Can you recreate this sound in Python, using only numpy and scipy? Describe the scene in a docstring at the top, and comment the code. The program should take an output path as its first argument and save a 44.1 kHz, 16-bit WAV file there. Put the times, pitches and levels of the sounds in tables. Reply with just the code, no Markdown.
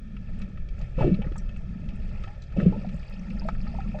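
"""Water gushes twice and breaks into deep glugs, heard from inside a submerged camera housing.
Each gush is a dense cloud of bubbles, and each bubble is a pocket of air that rings briefly.
Small bubbles plink afterwards. Water pushing past the case makes a muffled rumble and a low churning.
Faint ticks ring the plastic case and tiny bubbles fizz and spit. There is one clink, one dry snap
and one short knock."""
import sys
import numpy as np
from scipy import signal
from scipy.fft import rfft, irfft
from scipy.io import wavfile

SR = 44100
rng = np.random.default_rng(int(sys.argv[2]) if len(sys.argv) > 2 else 0)


def store_pcm(level_fs):
    """Save levels as 16-bit WAV."""
    pcm = np.round(np.clip(level_fs, -1, 1) * 32767).astype(np.int16)
    wavfile.write(sys.argv[1], SR, np.atleast_2d(pcm).T)


N = 176400

# The notes the plastic case rings at: pitch_hz, level_db, ring_s (time to fade by 60 dB)
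CASE_NOTES = [(569, 13.5, 0.044), (780, -6, 0.13), (1292, 10.5, 0.048), (1432, 2, 0.027),
              (1754, 15, 0.0089), (2296, 12.5, 0.016), (2591, 10, 0.032), (2653, -31.5, 0.013),
              (3080, -17, 0.084), (3580, -49.5, .01), (4470, -54.5, 0.0033), (5640, -48.5, .012),
              (6550, -4.5, 0.01), (7500, 8, 0.0045)]
# How loud the tiny bubbles are over time: time_s, level_db
FIZZ_LEVELS = [(0, -66), (.42, -54), (.68, -68.5), (.76, -56), (.81, -49.5), (.9, -57.5), (1.25, -55),
               (1.7, -59), (2.25, -50.5), (2.45, -59), (2.8, -50.5), (3.15, -52), (3.42, -50.5),
               (3.53, -52.5), (3.7, -50.5), (4, -51)]


def amp(db):
    """Turns decibels into a number to multiply a sound by."""
    return 10 ** (np.asarray(db) / 20)


def unit(x):
    """Scales a sound so that its average strength (rms) is 1."""
    return x / np.sqrt(np.mean(x ** 2) + 1e-20)


def level(points):
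    """A volume curve through rows of time_s, level_db."""
    return amp(np.interp(np.arange(N) / SR, *np.transpose(points)))


def value_at(points, hz):
    """Looks up a pitch in rows of pitch_hz, value, blending between the rows."""
    pitches, values = np.transpose(points)
    return np.interp(np.log(hz + 1), np.log(pitches), values)


def colour(x, points):
    """Makes some pitches louder and others softer, by rows of pitch_hz, level_db."""
    hz = np.fft.rfftfreq(len(x), 1 / SR)
    return irfft(rfft(x) * amp(value_at(points, hz)), len(x))


def noise(points):
    """Steady noise of strength 1, shaped by rows of pitch_hz, level_db."""
    return unit(colour(rng.standard_normal(N), points))


def add(mix, start_s, sound):
    """Mixes a sound in at its start time."""
    part = mix[max(round(start_s * SR), 0):][:len(sound)]
    part += sound[:len(part)]


def flutter(rate_hz, size):
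    """A random wobble of strength 1, in complex numbers so it shakes both volume and pitch."""
    hz = np.fft.fftfreq(16384, 1 / SR)
    weight = np.exp(-(hz / rate_hz) ** 2 / 2)
    spectrum = weight * np.exp(2j * np.pi * rng.random(len(hz))) / np.linalg.norm(weight)
    return np.resize(np.fft.fft(spectrum), size)


def fuzzy_tone(hz, width_hz, t):
    """A tone blurred into a narrow band of noise, of strength about 1."""
    return np.sqrt(2) * (flutter(width_hz, len(t)) * np.exp(2j * np.pi * hz * t)).real


def smear(x):
    """Scatters a sound randomly over a few milliseconds."""
    scatter = irfft(np.exp(2j * np.pi * rng.random(257)))
    return signal.oaconvolve(x, scatter, "same")


def ring_case(x):
    """A sound shakes the plastic case, which rings at its own notes."""
    t = np.arange(SR // 10) / SR
    ring = sum(amp(db - 60 * t / ring_s) * np.cos(2 * np.pi * hz * t) for hz, db, ring_s in CASE_NOTES)
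    return signal.oaconvolve(x, ring)[:len(x)]


def ringing_note(peak_db, hz, ring_s, octaves_per_s=0, wobble=0):
    """A note swells, may slide and wobble, and dies away, the way the air in a bubble rings."""
    t = np.arange(0, ring_s + .02, 1 / SR)
    rise_s = 1.5 / hz
    swell = np.sin(np.pi / 2 * np.minimum(t / rise_s, 1)) ** 2
    fade = amp(-60 * np.maximum(t - rise_s, 0) / ring_s)
    pitch_hz = hz * 2 ** (octaves_per_s * t)
    tone = np.exp(2j * np.pi * np.cumsum(pitch_hz) / SR)
    if wobble:
        depth = wobble * min(hz / 600, 1)  # notes below 600 Hz wobble less
        tone *= 1 + depth * flutter(0.11 * hz, len(t))
    return amp(peak_db) * swell * fade * tone.imag


def far_wash():
    """Water farther off makes a faint, steady hiss."""
    # Tone of the hiss: pitch_hz, level_db
    wash_tone = [(530, -38), (900, -33), (1050, -27.5), (1260, 7.5), (1560, -3.5), (1780, 10.5),
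                 (1940, -16), (2340, 3.5), (2910, -12), (3240, -2.5), (3800, -11), (5520, -15.5),
                 (9500, -15.5), (12400, -66), (20900, -120)]
    return amp(-61) * noise(wash_tone)


def surge(depth_db=2.5, slowest_hz=4.5, fastest_hz=18):
    """A volume curve that swells and dips at random several times a second."""
    t = np.arange(N) / SR
    rates_hz = np.linspace(slowest_hz, fastest_hz, 24)
    wave = sum(np.sin(2 * np.pi * (hz * t + rng.random())) for hz in rates_hz)
    return unit(amp(depth_db * unit(wave)))


def water_flow():
    """Water pushes past the case: a deep rumble, and a churning near 190 Hz that comes in surges."""
    # Tone of the rumble and of the churning: pitch_hz, level_db
    rumble_tone = [(8, -5), (22, 7), (45, 3), (65, -2.5), (90, -9.5), (125, -7), (180, -16), (260, -31),
                   (400, -31.5), (620, -36.5), (1000, -63), (2000, -72.5)]
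    churn_tone = [(60, -53.5), (130, -15.5), (165, -7.5), (195, 0), (220, -7.5), (255, -22), (400, -38),
                  (900, -76)]
    # How loud each is over time: time_s, level_db
    rumble_levels = [(0, -35.5), (.35, -29), (.6, -27.5), (.9, -30), (1.06, -20), (1.2, -26.5), (1.42, -28),
                     (1.65, -29), (1.9, -27.5), (2.07, -26), (2.22, -25), (2.34, -32.5), (2.64, -27),
                     (2.95, -29.5), (3.18, -33.5), (3.42, -25.5), (3.7, -29.5), (3.84, -24.5), (4, -30.5)]
    churn_levels = [(0, -37), (.18, -41), (.45, -32), (.64, -51.5), (.75, -45.5), (.9, -55), (1.3, -47.5),
                    (1.55, -37.5), (1.68, -41.5), (1.8, -31), (2.1, -41), (2.36, -55.5), (2.55, -53.5),
                    (2.75, -33), (2.93, -39), (3.05, -54.5), (3.2, -35), (3.38, -32.5), (4, -32.5)]
    rumble = level(rumble_levels) * noise(rumble_tone)
    churn = level(churn_levels) * surge() * noise(churn_tone)
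    return rumble + churn


def fizz(pops_per_s=3000, spread_db=3, rise_s=0.00089, fall_s=0.0032, pitch_count=44):
    """Tiny bubbles pop at random, each a brief fuzzy note."""
    # Tone of the fizz through the case: pitch_hz, level_db
    fizz_tone = [(330, -6.5), (620, 9), (720, -1.5), (830, 3.5), (1060, -12.5), (1310, 5.5), (1520, -10.5),
                 (1810, 1), (2020, -4.5), (2600, 3), (2950, -8), (3180, -7), (3900, -13.5), (4700, -7.5),
                 (6000, -17.5), (8000, -9), (10000, -29.5)]
    t = np.arange(SR // 30) / SR
    shape = (1 - np.exp(-t / rise_s)) ** 2 * np.exp(-t / fall_s)
    strength = amp(spread_db * np.minimum(rng.exponential(1, N), 4.5))
    strength *= rng.random(N) < pops_per_s / SR  # zero except where a pop starts
    pitches_hz = np.linspace(np.sqrt(500), np.sqrt(9000), pitch_count) ** 2
    pitch_choice = rng.integers(0, pitch_count, N)
    pops = np.zeros(N)
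    for k, hz in enumerate(pitches_hz):
        pop = unit(shape * fuzzy_tone(hz, 0.092 * hz, t))
        for at in np.flatnonzero(strength * (pitch_choice == k)):
            add(pops, at / SR, strength[at] * pop)
    return level(FIZZ_LEVELS) * unit(colour(pops, fizz_tone))


def plips(per_s=28, low_hz=420, high_hz=2800):
    """Slightly larger bubbles stand out of the fizz, growing louder and softer with it."""
    out = np.zeros(N)
    for k, (late, height, softness) in enumerate(rng.random((400, 3))):
        start_s = (k + 4 * late) / per_s
        if start_s < N / SR:
            hz = low_hz * (high_hz / low_hz) ** height
            add(out, start_s, ringing_note(3.5 - 12.5 * softness, hz, ring_s=0.042, octaves_per_s=2))
    return level(FIZZ_LEVELS) * out


def spits(rise_s=.0006, fall_s=0.0047):
    """Tiny bubbles burst crisply right at the case."""
    # The nearest bursts: start_s, pitch_hz, level_db
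    bursts = [(0.39, 7960, -46.5), (0.791, 7000, -53.5), (1.01, 4500, -52), (1.143, 3900, -40),
              (1.364, 7240, -50), (1.414, 11200, -61), (1.570, 7440, -52), (1.960, 8500, -50.5),
              (2.944, 7500, -53), (2.963, 8000, -48), (3.081, 4670, -49), (3.139, 4700, -51),
              (3.194, 5920, -53), (3.396, 4910, -43.5), (3.467, 7900, -53), (3.614, 4650, -47.5),
              (3.677, 4670, -48), (3.841, 6320, -58)]
    t = np.arange(SR // 30) / SR
    shape = np.minimum(t / rise_s, 1) * np.exp(-t / fall_s)
    out = np.zeros(N)
    for start_s, hz, db in bursts:
        add(out, start_s, amp(db) * shape * fuzzy_tone(hz, .09 * hz, t))
    return out


def clink(rise_s=0.0046, width_hz=300):
    """Something small and hard scrapes and rings briefly."""
    # Its bright notes: pitch_hz, level_db, ring_s
    notes = [(4500, -51, 0.054), (5780, -42.5, 0.078), (7000, -44, 0.058), (7900, -24.5, 0.03),
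             (9060, -32, 0.023), (11000, -43, .012), (12500, -47, .012), (14900, -45, .012)]
    t = np.arange(SR // 10) / SR
    ring = sum(amp(db - 60 * t / ring_s) * fuzzy_tone(hz, width_hz, t) for hz, db, ring_s in notes)
    return np.minimum(t / rise_s, 1) * ring / np.sqrt(2)


def snap():
    """One thin, dry snap, only three samples long."""
    return amp(-30) * np.array([1, -2, 1])


def ticks(trim_db=-6, rise_s=0.0033, fall_s=0.0063):
    """Short scratchy ticks ring the case, each with its own brightness."""
    # Ticks on the case, before trim_db is added: start_s, low_db, middle_db, high_db
    hits = [(0.164, -55, -53, -78), (0.398, -57, -74, -72), (0.4155, -55.5, -50.5, -57),
            (0.572, -52.5, -56, -75), (0.686, -72, -57.5, -63.5), (0.8124, -61, -55, -60.5),
            (1.0192, -37, -48, -92), (1.1418, -54.5, -48.5, -64.5), (1.2172, -51, -46.5, -68),
            (1.2418, -49, -64, -82), (1.266, -49, -64, -85.5), (1.3184, -54, -57.5, -66),
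            (1.357, -53, -63, -70), (1.4887, -56.5, -51.5, -66), (1.5591, -57.5, -52.5, -69),
            (1.7346, -57, -75, -86), (1.887, -68, -53, -61.5), (2.2359, -45.5, -48.5, -58.5),
            (2.2745, -51.5, -53, -71), (2.419, -79, -64, -56), (2.435, -73, -72, -61),
            (2.521, -57, -63, -70), (2.5674, -65, -50.5, -63), (2.598, -39, -53.5, -67),
            (2.887, -55, -54.5, -61.5), (3.0273, -63, -53, -73), (3.3009, -56, -49.5, -64),
            (3.4843, -37.5, -46.5, -53), (3.5483, -51, -71, -84), (3.6655, -47, -55, -75),
            (3.8016, -47, -66, -65), (3.9857, -49, -68, -61)]
    # The low, middle and high pitch ranges: from_hz, to_hz
    ranges = [(1100, 2100), (2100, 3400), (3600, 7500)]
    filters = [signal.butter(3, edges, "band", fs=SR, output="sos") for edges in ranges]
    t = np.arange(4096) / SR
    shape = np.minimum(t / rise_s, 1) * np.exp(-t / fall_s)
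    out = np.zeros(N)
    for start_s, *levels_db in hits:
        ring = ring_case(shape * rng.standard_normal(len(t)))
        for db, band in zip(levels_db, filters):
            add(out, start_s, amp(db + trim_db) * unit(signal.sosfilt(band, ring)))
    return out


def bubbles_and_knock():
    """Bubbles glug and plink, and one short knock rings three notes together near 3.49 s."""
    # Notes of the bubbles and the knock: start_s, peak_db, pitch_hz, ring_s, slide_octaves_per_s
    notes = [(.822, -23.5, 143.7, 0.11, -4), (0.973, -18, 159, 0.12, -6), (0.98, -23, 507.7, 0.21, 3),
             (1.004, -9, 134.6, 0.092, -5.5), (1.007, -25.5, 878, 0.098, -5),
             (1.027, -24.5, 647, 0.12, -8.5), (1.042, -17, 334, 0.13, 12), (1.066, -15, 411, 0.025, -20),
             (1.074, -13.5, 352, .035, -15), (1.085, -21, 206, 0.044, 9.5), (1.112, -7.5, 175, 0.16, 3.5),
             (1.188, -29, 542, 0.048, -33.5), (1.187, -17, 179, 0.087, 7), (1.216, -39, 548, .035, -2),
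             (1.217, -40, 798, 0.16, 2.5), (1.247, -33, 516, 0.042, 7), (1.262, -30.5, 350, 0.033, -12),
             (1.263, -17.5, 137, 0.015, 11.5), (1.315, -26.5, 347, 0.025, -19),
             (1.356, -40, 840, 0.051, 10), (1.359, -33.5, 1307, 0.049, -3.5), (2.273, -39, 781, 0.17, 2),
             (2.566, -34.5, 544, 0.067, -9), (2.58, -8.5, 179.3, 0.095, 6), (2.623, -10.5, 159.3, 0.13, -3),
             (2.625, -32, 589, 0.083, -2), (2.659, -16, 412, 0.025, -5), (2.66, -3.5, 172.1, 0.12, 3),
             (2.726, -33, 844, 0.13, 2.5), (2.76, -32, 517, 0.047, 10), (2.772, -21.5, 201, 0.077, 4),
             (2.846, -35.5, 697, 0.053, 7), (2.866, -24.5, 186.4, 0.24, -1), (2.936, -22, 170, 0.12, 0),
             (3.418, -41, 878, 0.082, 5.5), (3.451, -30.5, 612, 0.11, 3.5), (3.485, -25, 619, 0.038, 8),
             (3.486, -23, 877, 0.029, 0), (3.487, -25.5, 1304, 0.038, -3.5), (3.665, -42.5, 830, 0.17, -1),
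             (3.739, -35.5, 667, 0.09, -3.5), (3.749, -42.5, 900, 0.061, 1.5),
             (3.786, -32, 801, 0.12, -2.5), (3.943, -34.5, 756, 0.12, 7.5), (3.945, -30, 611, 0.22, 0),
             (3.986, -31, 573, 0.14, 1)]
    out = np.zeros(N)
    for start_s, *settings in notes:
        add(out, start_s, ringing_note(*settings, wobble=0.47))
    return out


def spray(t, snaps_per_s=2000, spread_db=3, rise_s=0.049, fade_db_per_s=104):
    """A burst of tiny snaps, blurred by the water and heard through the case."""
    # Tone of the spray: pitch_hz, level_db
    spray_tone = [(500, -4), (1300, 1), (3000, -1), (4500, -5), (8000, -6.5), (11000, -13.5)]
    strength = amp(spread_db * np.minimum(rng.exponential(1, N), 5))
    snaps = strength * rng.choice([-1, 1], N) * (rng.random(N) < snaps_per_s / SR)
    crackle = unit(colour(ring_case(smear(snaps)), spray_tone))
    swell = np.minimum(0.18 + t / rise_s, 1)
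    fade = amp(-fade_db_per_s * np.maximum(t - rise_s, 0))
    return swell * fade * crackle[:len(t)]


def bubble_cloud(length_s, first_top_hz, last_top_hz, low_hz=103.7, sink_s=.15, count=420):
    """Hundreds of brief bubbles crowd together, and their highest pitch sinks at the start."""
    cloud = np.zeros(int(length_s * SR))
    for k, (late, height, strength, flip) in enumerate(rng.random((count, 4))):
        start_s = (k + late) / count * length_s
        top_hz = np.interp(start_s, [0, sink_s], [first_top_hz, last_top_hz])
        hz = low_hz * (top_hz / low_hz) ** height
        add(cloud, start_s, np.sign(flip - .5) * ringing_note(8 * strength, hz, ring_s=0.015))
    return unit(cloud)


def gushes(length_s=0.54, ring_db=-40.5, ring_fade_db_per_s=40.5):
    """Water gushes as a cloud of bubbles, with a spray of snaps and the hollow ring of the case."""
    # Two gushes: start_s, rise_s, hold_s, fade_db_per_s, level_db, first_top_hz, last_top_hz, spray_db
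    bursts = [(0.966, 0.078, 0.06, 207, -21.5, 1105, 306, -39.5),
              (2.559, 0.0085, 0.12, 147, -28.5, 638, 498, -44)]
    t = np.arange(int(length_s * SR)) / SR
    lowest_case_hz = CASE_NOTES[0][0]
    out = np.zeros(N)
    for start_s, rise_s, hold_s, fade_db_per_s, db, first_top_hz, last_top_hz, spray_db in bursts:
        swell = np.minimum(0.06 + t / rise_s, 1)
        fade = amp(-fade_db_per_s * np.maximum(t - rise_s - hold_s, 0))
        cloud = amp(db) * fade * bubble_cloud(length_s, first_top_hz, last_top_hz)
        snaps = amp(spray_db) * spray(t)
        ring = amp(ring_db - ring_fade_db_per_s * t) * fuzzy_tone(lowest_case_hz, width_hz=60, t=t)
        add(out, start_s, swell * (cloud + ring) + snaps)
    return out


def scene():
    """All sounds meet at the case; low sounds are alike in both ears and high ones spread a little."""
    # How much of the sound spreads to the sides: pitch_hz, level_db
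    spread = [(30, -59.5), (200, -45), (450, -30), (700, -23), (1100, -9), (1300, -21), (2000, -26.5),
              (4000, -18.5), (6000, -19), (10000, -10)]
    middle = water_flow() + fizz() + plips() + far_wash()
    middle += gushes() + bubbles_and_knock() + ticks() + spits()
    add(middle, start_s=1.3785, sound=clink())
    side = colour(smear(middle), spread) + amp(-15) * fizz()
    add(middle, start_s=3.098, sound=snap())
    return np.array([middle + side, middle - side])


def record(dry, top_hz=15900):
    """The case muffles high pitches, and its two microphone openings each colour the sound a little."""
    # How much louder the left opening is: pitch_hz, left_minus_right_db
    balance = [(60, .1), (400, .2), (600, .7), (800, -1.2), (1100, -3), (1250, 2), (1600, .8), (2100, 4),
               (3200, .5), (4800, -1.8), (7000, 1)]
    # How far the left wave runs ahead of the right: pitch_hz, lead_radians
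    left_lead = [(40, .02), (200, .04), (450, .03), (780, .3), (1050, .2), (1300, -.1), (1550, .25),
                 (1950, .45), (2800, .1), (4000, .2), (6000, 0)]
    # Muffling by the case: pitch_hz, level_db
    muffling = [(6000, -3), (8000, -15), (9500, -16.5), (11000, -16), (13000, -22)]
    hz = np.fft.rfftfreq(N, 1 / SR)
    left = amp(value_at(balance, hz) / 2) * np.exp(.5j * value_at(left_lead, hz))
    openings = np.array([left, 1 / left])
    muffled = irfft(rfft(dry) * amp(value_at(muffling, hz)) * openings, N)
    treble_cut = signal.firwin(255, top_hz, window=("kaiser", 8), fs=SR)
    return signal.oaconvolve(muffled, treble_cut[None], "same")


dry = scene()
out = record(dry)
store_pcm(out)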